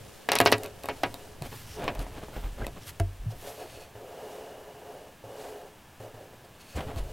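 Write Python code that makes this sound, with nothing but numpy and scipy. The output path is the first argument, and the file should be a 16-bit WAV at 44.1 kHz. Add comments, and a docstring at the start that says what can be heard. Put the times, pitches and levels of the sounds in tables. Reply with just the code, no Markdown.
"""A soft brush of paper, then two plastic pens clatter onto a drawing sheet on a wooden desk: each blow
rings the wood and clicks in the barrel. The pens are nudged along with gritty scrapes and tiny creaks,
and a hand bumps a phone stand just above with low thuds. The sheet is pushed in short strokes, droning
through the desk top while fingers hiss over its fibres, and the pens are picked up again.
The room is small and quiet, the image almost mono."""
import sys
import numpy as np
from scipy import signal
from scipy.fft import rfft, irfft
from scipy.io import wavfile

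SR = 44100
rng = np.random.default_rng(int(sys.argv[2]) if len(sys.argv) > 2 else 0)


def wrap_up_sound(samples):
    """Save the sound to the file named by the first command line argument, as 16-bit audio."""
    columns = np.atleast_2d(samples).T
    # keep every value between -1 and 1, then stretch to whole-number steps
    tamed = np.clip(columns, -1, 1)
    steps = np.round(tamed * 32767).astype(np.int16)
    wavfile.write(sys.argv[1], SR, steps)


N = 314212
TIME = np.arange(N) / SR
RING_TIME = TIME[:SR // 2]  # half a second for each hit to ring out

# Levels in the tables are relative: each layer sets its own gain on top.
# Knocks and clicks: pens hit the desk, and the phone stand clicks once at 2.67 s. Each row: start in
# seconds, knock level in dB, tick level in dB, contact hardness as a low-pass cutoff in Hz.
KNOCKS_AND_CLICKS = [(0.2885, -9, -22, 3660), (0.3181, -8.5, -9, 6950), (0.3329, -15.5, -22, 4000),
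                     (0.3542, -11.5, -7.5, 5000), (.3610, -13.5, -25, 6500), (0.3871, -31, -10, 8000),
                     (0.4026, -2, -6.5, 2410), (0.413, -15, -14, 3000), (0.454, -36, -20, 6000),
                     (0.46, -2, -19, 5000), (.4729, -10.5, -16.5, 5000), (0.518, -16, -12, 5000),
                     (0.5241, -2.5, -10, 5700), (0.582, -47, -26.5, 5030), (0.6343, -32, -23.5, 3500),
                     (.6433, -37, -28, 2490), (.6520, -28, -37, 2000), (0.66, -48, -26, 3500),
                     (0.8355, -38, -27.5, 2200), (.8425, -20, -42, 780), (0.857, -25.5, -23.5, 1440),
                     (0.8873, -15, -25.5, 1800), (0.8934, -19, -40, 2870), (.8980, -20.5, -41, 2380),
                     (1.0334, -24, -25, 2970), (1.0349, -7, -24.5, 2620), (1.1422, -24, -25, 858),
                     (1.422, -26.5, -27.5, 1000), (1.8424, -43, -30, 4000), (1.8791, -11.5, -35, 2600),
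                     (1.951, -40, -29.5, 1500), (1.993, -36, -29, 1500), (2.0660, -26.5, -50, 1000),
                     (2.284, -27, -50, 920), (2.6668, -20, -22.5, 700), (6.778, -30, -45, 700),
                     (6.961, -38, -38, 1200)]
# The ring of desk top and pen. Each row: pitch in Hz, level in dB, 60 dB decay time in seconds.
DESK_MODES = [(113, -12, .28), (283, -7, .19), (415, -4, .11), (540, -5, .11), (696, -1, .13),
              (826, -4, .13), (967, 1, .13), (1112, -2, .12), (1260, -7, .1), (1375, -6, .1),
              (1630, -1, .1), (1925, 1, .1), (2200, 1, .1), (2420, -1, .09), (2582, 0, .08), (2773, 1, .07),
              (2980, 1, .045), (3700, -4, .04), (4560, -5, .04), (5150, -9, .05), (5852, -6, .045)]
# The ping of the hollow barrel. Each row: pitch in Hz, level in dB, 60 dB decay time in seconds.
BARREL_MODES = [(2556, 13, 0.02), (3720, -1, 0.1), (4300, -5, 0.044), (5730, -7, .04)]
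# The stand, shaken by a knock. Each row: pitch in Hz, level in dB, 60 dB decay time in seconds.
SHAKE_MODES = [(107.3, 7, 0.27), (675, 8, .15)]
# The tone of a knock's dense tail. Each row: frequency in Hz, level in dB.
TAIL_COLOUR = [(60, -20), (150, -17.5), (280, -8), (700, -9.5), (1400, -11), (2600, -10.5), (3500, -13.5),
               (5500, -12), (7000, -26), (15000, -43)]
# How long that tail hangs on. Each row: frequency in Hz, 60 dB decay time in seconds.
TAIL_DECAYS = [(200, 0.22), (800, 0.068), (3000, 0.073), (6000, 0.051), (14000, 0.14)]
# The bright click of cap and barrel. Each row: frequency in Hz, level in dB.
TICK_COLOUR = [(800, -50), (2800, -20), (4000, 9), (5200, -6), (7000, -2.5), (9000, -0.5), (10300, -0.5),
               (13500, 0), (16000, -12)]

# The stand or desk is bumped. Each row: start in seconds, level in dB, pitch in Hz,
# 60 dB decay time in seconds, attack in seconds.
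BUMPS = [(1.414, -23.5, 138, 0.074, 0.0063), (1.990, -26, 119, 0.049, 0.0011),
         (2.624, -27.5, 114, 0.086, 0.0025), (3.001, -17, 94, 0.31, 0.0051), (3.257, -26, 157, 0.13, 0.015),
         (3.261, -18.5, 110, 0.2, 0.017), (6.751, -18, 77.4, 0.081, 0.016),
         (6.864, -28, 115, 0.081, 0.0076), (6.964, -19.5, 85, 0.062, 0.0074)]
# The stand's upper ring. Each row: pitch in Hz, level in dB, 60 dB decay time in seconds.
STAND_MODES = [(320, -16, 0.16), (397, -18, 0.12), (543, -20, 0.12), (677, -4.5, 0.11)]
# The hand leans on the stand and rocks it. Each row: start in seconds, level in dB.
LEANS = [(1.956, -33), (1.981, -28), (2.363, -29), (2.440, -25), (2.598, -27), (3.003, -24), (3.195, -30.5),
         (6.988, -25)]

# The sheet is pushed over the desk. Each row: start in seconds, length in seconds, drone level in dB,
# hiss level in dB, level in dB of the jolt as it breaks loose.
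PUSHES = [(3.303, 0.034, -46.5, -67, -62), (3.418, 0.13, -43, -45, -69), (3.574, 0.093, -41, -61, -74),
          (3.72, 0.15, -50, -67, -65), (3.95, 0.77, -43, -53.5, -44.5), (4.74, 0.36, -45.5, -74, -57),
          (5.238, 0.44, -42.5, -48, -43.5), (6, 0.1, -44.5, -57, -40.5), (6.141, 0.15, -49.5, -70, -43.5),
          (6.322, 0.027, -50.5, -70, -68), (6.439, 0.02, -48, -52, -64)]
# Hand and pens shuffle on the sheet. Each row: peak time, rise and fall in seconds,
# drone level in dB, hiss level in dB.
SHUFFLES = [(.03, 0.12, 0.27, -58.5, -50.5), (.47, 0.063, 0.066, -36.5, -47),
            (.65, 0.043, 0.03, -43.5, -72), (1.14, 0.4, 0.18, -51, -50), (1.8, .03, 0.12, -42, -64),
            (2.15, 0.18, 0.78, -58, -52), (6.8, 0.036, 0.13, -45.5, -57), (7.12, 0.091, 0.13, -50, -52)]
# The woody drone of the sliding sheet. Each row: frequency in Hz, level in dB.
SLIDE_COLOUR = [(120, -19), (200, -28.5), (280, -4), (320, -10), (390, 1), (540, 1), (700, -1.5),
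                (950, -10), (1100, -15.5), (1400, -18), (1750, -19), (2300, -27), (4000, -28), (15000, -33)]
# A narrow edge on that drone. Each row: centre in Hz, width in Hz, boost in dB.
SLIDE_RESONANCES = [(2890, 210, 12)]
# Short scrapes of pens and fingers. Each row: peak time, rise and fall in seconds, level in dB,
# brightness as a low-pass cutoff in Hz.
SCRAPES = [(1.462, 0.03, 0.011, -42, 5130), (1.530, 0.0091, 0.012, -43, 7000),
           (1.832, 0.034, 0.055, -34.5, 2180), (1.956, 0.0038, 0.017, -39, 1500),
           (2.004, 0.013, 0.039, -42, 5000), (2.180, 0.051, 0.018, -44, 2520),
           (2.226, 0.0074, 0.018, -41.5, 1800), (2.365, 0.033, 0.031, -42.5, 4500),
           (2.445, 0.014, 0.035, -45, 3000), (2.622, 0.029, 0.012, -37.5, 1680),
           (2.648, 0.0045, 0.0065, -38.5, 3500), (2.681, 0.0071, 0.0038, -36, 600),
           (2.773, 0.0083, 0.013, -43.5, 1370), (6.785, 0.017, 0.034, -33.5, 2400),
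           (6.895, 0.017, 0.04, -41, 2000), (6.980, 0.013, 0.025, -43, 4500)]
# The grit of a scrape. Each row: frequency in Hz, level in dB.
SCRAPE_COLOUR = [(100, 5), (250, 4.5), (500, 4.5), (750, 2.5), (1100, -2.5), (2200, -7), (3300, -8),
                 (4200, -12), (6000, -17.5), (15000, -12)]

# The hiss of skin on paper. Each row: frequency in Hz, level in dB.
BRUSH_COLOUR = [(500, 4.5), (1200, 10), (2000, 11), (3000, 12), (4500, 9.5), (6500, 7.5), (9000, 7),
                (13500, 2.5), (16000, -2.5)]
# Dry swishes of skin and barrel. Each row: peak time, rise and fall in seconds, level in dB,
# centre of the sheen in Hz.
SWISHES = [(1.465, .022, 0.0081, -52, 12000), (1.565, 0.072, 0.065, -49, 13800),
           (1.730, 0.046, 0.043, -48.5, 5570), (2.025, 0.025, 0.0053, -51.5, 10500),
           (2.830, 0.014, 0.016, -54, 5570), (2.890, 0.02, 0.013, -43, 12000),
           (3.315, 0.0091, 0.0073, -54.5, 5560), (3.490, 0.092, 0.074, -50.5, 12200),
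           (6.765, 0.0078, 0.012, -47, 7500), (6.980, 0.013, 0.013, -55.5, 7500)]
# Hollow fingertip rubs. Each row: peak time, rise and fall in seconds, level in dB.
RUBS = [(3.61, 0.026, 0.035, -55), (3.73, 0.042, 0.057, -51.5), (3.83, 0.018, 0.037, -57),
        (6.61, 0.0058, 0.0088, -56), (6.73, 0.088, 0.022, -53.5), (6.985, .012, 0.011, -51.5)]
# The hollow under the arched hand. Each row: centre in Hz, width in Hz, gain in dB.
RUB_RESONANCES = [(2550, 160, 9), (4400, 240, 9), (6500, 320, 4), (7300, 280, -2)]
# The woody click of a fingernail. Each row: frequency in Hz, level in dB.
NAIL_COLOUR = [(500, 5), (1100, 7), (1600, 3), (2300, 5), (2800, 0), (4000, -7.5), (8000, -11),
               (11000, -8.5), (16000, -20)]
# Gripped plastic creaks. Each row: peak time, rise and fall in seconds, level in dB, pitch in Hz.
CREAKS = [(2.621, 0.0036, 0.0042, -36, 1700), (2.646, 0.0022, 0.0049, -38.5, 2010),
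          (2.669, 0.0009, 0.0046, -62, 3940), (6.763, 0.0046, 0.0072, -65, 5760),
          (6.809, .002, .003, -44, 2870)]
# The whistle of rubbed plastic. Each row: pitch in Hz, level in dB.
SQUEAK_PARTIALS = [(14000, -61), (15450, -66)]

# The hand rests on the desk and the stand sways. Each row: start and end in seconds, level in dB.
HAND_RESTS = [(0, 0.02, -45), (0.355, 1.364, -51), (1.382, 2.91, -47), (3.208, 3.403, -47.5),
              (3.694, 3.95, -56), (5.95, 6.4, -63), (6.745, 7.13, -42)]
# The rumble of that sway. Each row: frequency in Hz, level in dB.
SWAY_COLOUR = [(18, 4), (32, -45), (48, -0.5), (80, -0.5), (112, 0), (170, -11.5), (300, -22), (800, -61)]
# The room tone. Each row: frequency in Hz, level in dB.
ROOM_COLOUR = [(18, -45), (30, -47), (64, -16), (134, -4.5), (303, -7.5), (486, -9.5), (866, -9.5),
               (1460, -17), (1720, -11), (1860, -19), (2830, -17), (4190, -25), (11100, -28), (16000, -28)]
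# Echoes off nearby walls and furniture. Each row: delay in seconds, level in dB.
REFLECTIONS = [(.00718, -17), (.0095, -31), (0.0144, -32), (0.0141, -19)]
# Faint stereo noise that differs between left and right and slowly fades.
# Each row: frequency in Hz, level in dB.
WIDTH_COLOUR = [(40, -15), (150, -3.5), (300, 2), (650, 0.5), (900, -17), (2500, -24), (5000, -18),
                (9000, -17), (15000, -23)]

RATTLE_T60_S, JOLT_ATTACK_S = 0.06, 0.001


def undb(db):
    """Decibels to gain."""
    return 10 ** (np.asarray(db) / 20)


def unit(x):
    """Scale to rms 1."""
    return x / np.sqrt(np.mean(x ** 2))


def at_hz(points, hz):
    """Read (Hz, value) points on a log-frequency axis."""
    centres, values = np.transpose(points)
    return np.interp(np.log(np.maximum(hz, 1)), np.log(centres), values)


def colour(x, points):
    """EQ by a (Hz, dB) curve."""
    return irfft(rfft(x) * undb(at_hz(points, np.fft.rfftfreq(len(x), 1 / SR))), len(x))


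def resonate(x, resonances):
    """EQ by a few (Hz, width Hz, dB) bells."""
    hz = np.fft.rfftfreq(len(x), 1 / SR)
    bells_db = sum(db / (1 + (2 * (hz - centre) / width) ** 2) for centre, width, db in resonances)
    return irfft(rfft(x) * undb(bells_db), len(x))


def cut(x, hz, kind, order=2):
    """Low-pass or high-pass."""
    return signal.sosfilt(signal.butter(order, hz, kind, fs=SR, output="sos"), x)


def fade(t60):
    """Exponential decay, 60 dB down after t60 seconds."""
    return np.exp(-np.log(1000) * RING_TIME / t60)


def hold(start, end, attack, release):
    """Attack, hold, release envelope."""
    return np.clip((TIME - start) / attack, 0, 1) * np.exp(-np.maximum(TIME - end, 0) / release)


def stroke(peak, rise, fall):
    """Speed of a short movement: it swells to a peak and stops."""
    return np.exp(-.5 * ((TIME - peak) / np.where(TIME < peak, rise, fall)) ** 2)


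def walk(rate):
    """Smooth random wander of rms 1."""
    knots = rng.standard_normal(2048)
    return unit(np.interp(TIME * rate, np.arange(len(knots)), knots))


def add(track, start_s, sound):
    """Mix a sound into the track."""
    start = max(int(start_s * SR), 0)
    track[start:start + len(sound)] += sound[:max(N - start, 0)]


def noise(points, length=N):
    """Coloured noise of rms 1."""
    return unit(colour(rng.standard_normal(length), points))


def ring(modes, scatter_db, detune):
    """Damped modes; each point of contact weights them differently."""
    out = np.zeros(len(RING_TIME))
    for hz, db, t60 in modes:
        loudness, tuning, polarity = rng.standard_normal(3)
        tone = np.sin(2 * np.pi * hz * (1 + detune * tuning) * RING_TIME)
        out += np.sign(polarity) * undb(db + scatter_db * loudness) * fade(t60) * tone
    return out


def friction(points, grain_db, grain_samples=32):
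    """Countless tiny slips of uneven size, heard through a body's colour."""
    slips_db = grain_db * np.clip(rng.standard_normal(N // grain_samples + 1), -2, 2)
    sizes = np.repeat(undb(slips_db), grain_samples)[:N]
    return unit(colour(rng.standard_normal(N) * sizes, points))


def knocks_and_clicks(contact_s=0.00095, heavy_db=2, tick_t60=0.0061, shake_build_s=0.018):
    """Pen hits and one stand click: each punches and rings the desk, ticks and shakes the stand."""
    out = np.zeros(N)
    punch = (1 - 2 * RING_TIME / contact_s) * (RING_TIME < contact_s)
    build = np.minimum(RING_TIME / contact_s, 1)  # the ring builds while the contact lasts
    shake_build = np.minimum(RING_TIME / shake_build_s, 1)
    for start, knock_db, tick_db, hardness_hz in KNOCKS_AND_CLICKS:
        # A brief, hard contact gives the desk little bass; a heavy blow reaches deeper.
        weight = undb(knock_db - heavy_db)
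        bass_edge_hz = (130 + 0.043 * hardness_hz) / (1 + weight ** 2)
        wood = undb(-26) * ring(DESK_MODES, scatter_db=2, detune=.002) + undb(-10.5) * knock_tail()
        knock = cut(punch + build * wood, hardness_hz, "low")
        knock = cut(knock, bass_edge_hz, "high", order=1)
        tick = noise(TICK_COLOUR, len(RING_TIME)) * (fade(tick_t60) + undb(-23) * fade(RATTLE_T60_S))
        ping = undb(-22) * ring(BARREL_MODES, scatter_db=3, detune=.01)
        shake = undb(-26) * min(weight, 1) * shake_build * ring(SHAKE_MODES, scatter_db=1, detune=.002)
        add(out, start, undb(knock_db) * (knock + shake) + undb(tick_db - 6.5) * (tick + ping))
    return cut(out, 55, "high")  # the desk top radiates little below its first mode


def knock_tail():
    """Crowded desk modes and near reflections blur into noise; the bass hangs on longest."""
    length = len(RING_TIME)
    spectrum = rfft(noise(TAIL_COLOUR, length))
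    hz = np.fft.rfftfreq(length, 1 / SR)
    centres, t60s = np.transpose(TAIL_DECAYS)
    bands = [at_hz(np.transpose([centres, solo]), hz) for solo in np.eye(len(centres))]
    return sum(irfft(spectrum * band, length) * fade(t60) for band, t60 in zip(bands, t60s))


def stand_bumps(quick_s=0.0045, firm_db=-17):
    """Low thuds carried up the stand; the quicker and firmer the push, the more its upper modes ring."""
    out = np.zeros(N)
    rock_hz, rock_t60, rock_attack_s = 41, 0.39, 0.0087  # the stand's lowest tone
    jolt_hz, jolt_t60 = 111, 0.36  # the sheet breaking loose
    rocks = [(start, db, rock_hz, rock_t60, rock_attack_s) for start, db in LEANS]
    jolts = [(start, db, jolt_hz, jolt_t60, JOLT_ATTACK_S) for start, _, _, _, db in PUSHES]
    for start, db, hz, t60, attack in BUMPS + rocks + jolts:
        thud = np.sin(2 * np.pi * hz * RING_TIME) * fade(t60)
        reach = min(quick_s / attack, 1) ** 2 * min(undb(db - firm_db), 1)
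        upper = reach * ring(STAND_MODES, scatter_db=2, detune=.004)
        add(out, start, undb(db) * (thud + upper) * np.minimum(RING_TIME / attack, 1))
    return out


def push_speed(start, length, start_speed=0.53, skew=0.91):
    """The sheet breaks loose at a share of its top speed, speeds up, slows and stops."""
    progress = np.clip((TIME - start) / length, 0, 1) ** skew
    swell = start_speed + (1 - start_speed) * np.sin(np.pi * progress) ** 2
    return swell * hold(start, start + length, attack=0.0047, release=0.025)


def paper_slide(flutter_db=0.23):
    """Sliding drones through the desk top, unevenly as the sheet catches and slips."""
    level = sum(undb(db) * stroke(peak, rise, fall) for peak, rise, fall, db, _ in SHUFFLES)
    for start, length, drone_db, _, jolt_db in PUSHES:
        level += undb(drone_db) * push_speed(start, length)
        level += undb(jolt_db - 4) * hold(start, start, JOLT_ATTACK_S, release=0.013)
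    drone = unit(resonate(friction(SLIDE_COLOUR, grain_db=1), SLIDE_RESONANCES))
    return drone * level * undb(flutter_db * walk(35))


def scrapes(flutter_db=1.2):
    """Gritty stick and slip of plastic and fingertips dragged over the sheet."""
    grit = friction(SCRAPE_COLOUR, grain_db=3.5) * undb(flutter_db * walk(110))
    return sum(undb(db) * unit(cut(grit, hz, "low", order=1)) * stroke(peak, rise, fall)
               for peak, rise, fall, db, hz in SCRAPES)


def fingers(hiss_power=5.5, hiss_floor_db=-61.5, sheen_db=7, flutter_db=0.78):
    """Skin on the paper fibres: a dry hiss, hollow where the hand arches over it."""
    # The hiss grows much faster with speed than the drone does.
    motion = sum(undb(db) * push_speed(start, length) ** hiss_power for start, length, _, db, _ in PUSHES)
    motion += sum(undb(db) * stroke(peak, rise, fall) for peak, rise, fall, _, db in SHUFFLES)
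    hiss = undb(-5) * friction(BRUSH_COLOUR, grain_db=2.5) * np.hypot(motion, undb(hiss_floor_db))
    fibres = friction(BRUSH_COLOUR, grain_db=2)
    swishes = sum(undb(db) * stroke(peak, rise, fall) * unit(resonate(fibres, [(hz, hz / 4, sheen_db)]))
                  for peak, rise, fall, db, hz in SWISHES)
    rubbing = sum(undb(db) * stroke(peak, rise, fall) for peak, rise, fall, db in RUBS)
    hollow = unit(resonate(fibres, RUB_RESONANCES)) * rubbing
    return (hiss + swishes + hollow) * undb(flutter_db * walk(37))


def fingernail(start_s=2.9988, level_db=-25, click_t60=0.021):
    """A nail clicks on the stand as the hand lets go: short and woody, with a faint rattle."""
    out = np.zeros(N)
    click = noise(NAIL_COLOUR, len(RING_TIME)) * (fade(click_t60) + undb(-21) * fade(RATTLE_T60_S))
    add(out, start_s, undb(level_db) * click)
    return out


def creaks(waver=0.081):
    """For a moment the slips of gripped plastic fall into step and give a rough pitch."""
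    out = np.zeros(N)
    for peak, rise, fall, db, hz in CREAKS:
        cycles = np.cumsum(hz * (1 + waver * walk(280))) / SR
        out += undb(db) * stroke(peak, rise, fall) * np.sin(2 * np.pi * cycles)
    return out


def squeak(start_s=2.325, length_s=0.15, waver=0.013, jitter=0.003):
    """A thin, unsteady whistle of rubbed plastic."""
    wobbly_time = np.cumsum(1 + waver * walk(35) + jitter * walk(200)) / SR
    tone = sum(undb(db) * np.sin(2 * np.pi * hz * wobbly_time) for hz, db in SQUEAK_PARTIALS)
    return tone * hold(start_s, start_s + length_s, attack=0.012, release=0.012)


def stand_sway(floor_db=-60.5):
    """The swaying stand rumbles, louder while the hand rests on the desk."""
    rests = [undb(db) * hold(start, end, attack=0.01, release=0.077) for start, end, db in HAND_RESTS]
    return noise(SWAY_COLOUR) * np.hypot(np.max(rests, axis=0), undb(floor_db))


def early_echoes(x, dull_hz=6000):
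    """The direct sound plus a few dulled bounces off walls and furniture."""
    out, dull = x.copy(), cut(x, dull_hz, "low", order=1)
    for delay, db in REFLECTIONS:
        add(out, delay, undb(db) * dull)
    return out


def room_reverb(x, t60=0.11, wet_db=-22, dull_hz=2200, predelay_s=0.01):
    """The faint late wash of a small furnished room."""
    echo = cut(rng.standard_normal(len(RING_TIME)), dull_hz, "low") * fade(t60) * (RING_TIME > predelay_s)
    return undb(wet_db) * signal.fftconvolve(x, echo / np.linalg.norm(echo))[:N]


def room_tone(level_db=-54):
    """A steady bed of still room air."""
    return undb(level_db) * noise(ROOM_COLOUR)


def scene(width_db=-56.5, width_fall_db_per_s=3, phase_width_db=-37):
    """All sources in the centre; fading stereo noise and a slight phase shift add a trace of width."""
    desk = early_echoes(knocks_and_clicks() + fingernail() + scrapes() + creaks() + paper_slide())
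    mid = desk + room_reverb(desk) + stand_bumps() + fingers() + squeak() + room_tone() + stand_sway()
    side = noise(WIDTH_COLOUR) * undb(width_db - width_fall_db_per_s * TIME)
    side += undb(phase_width_db) * np.imag(signal.hilbert(mid))
    return np.array([mid + side, mid - side])


def record(dry, top_hz=15900):
    """Clip the peaks at full scale and cut the very top steeply."""
    low_pass = signal.ellip(10, .2, 80, top_hz, fs=SR, output="sos")
    return signal.sosfilt(low_pass, np.clip(dry, -1, 1))


dry = scene()
out = record(dry)
wrap_up_sound(out)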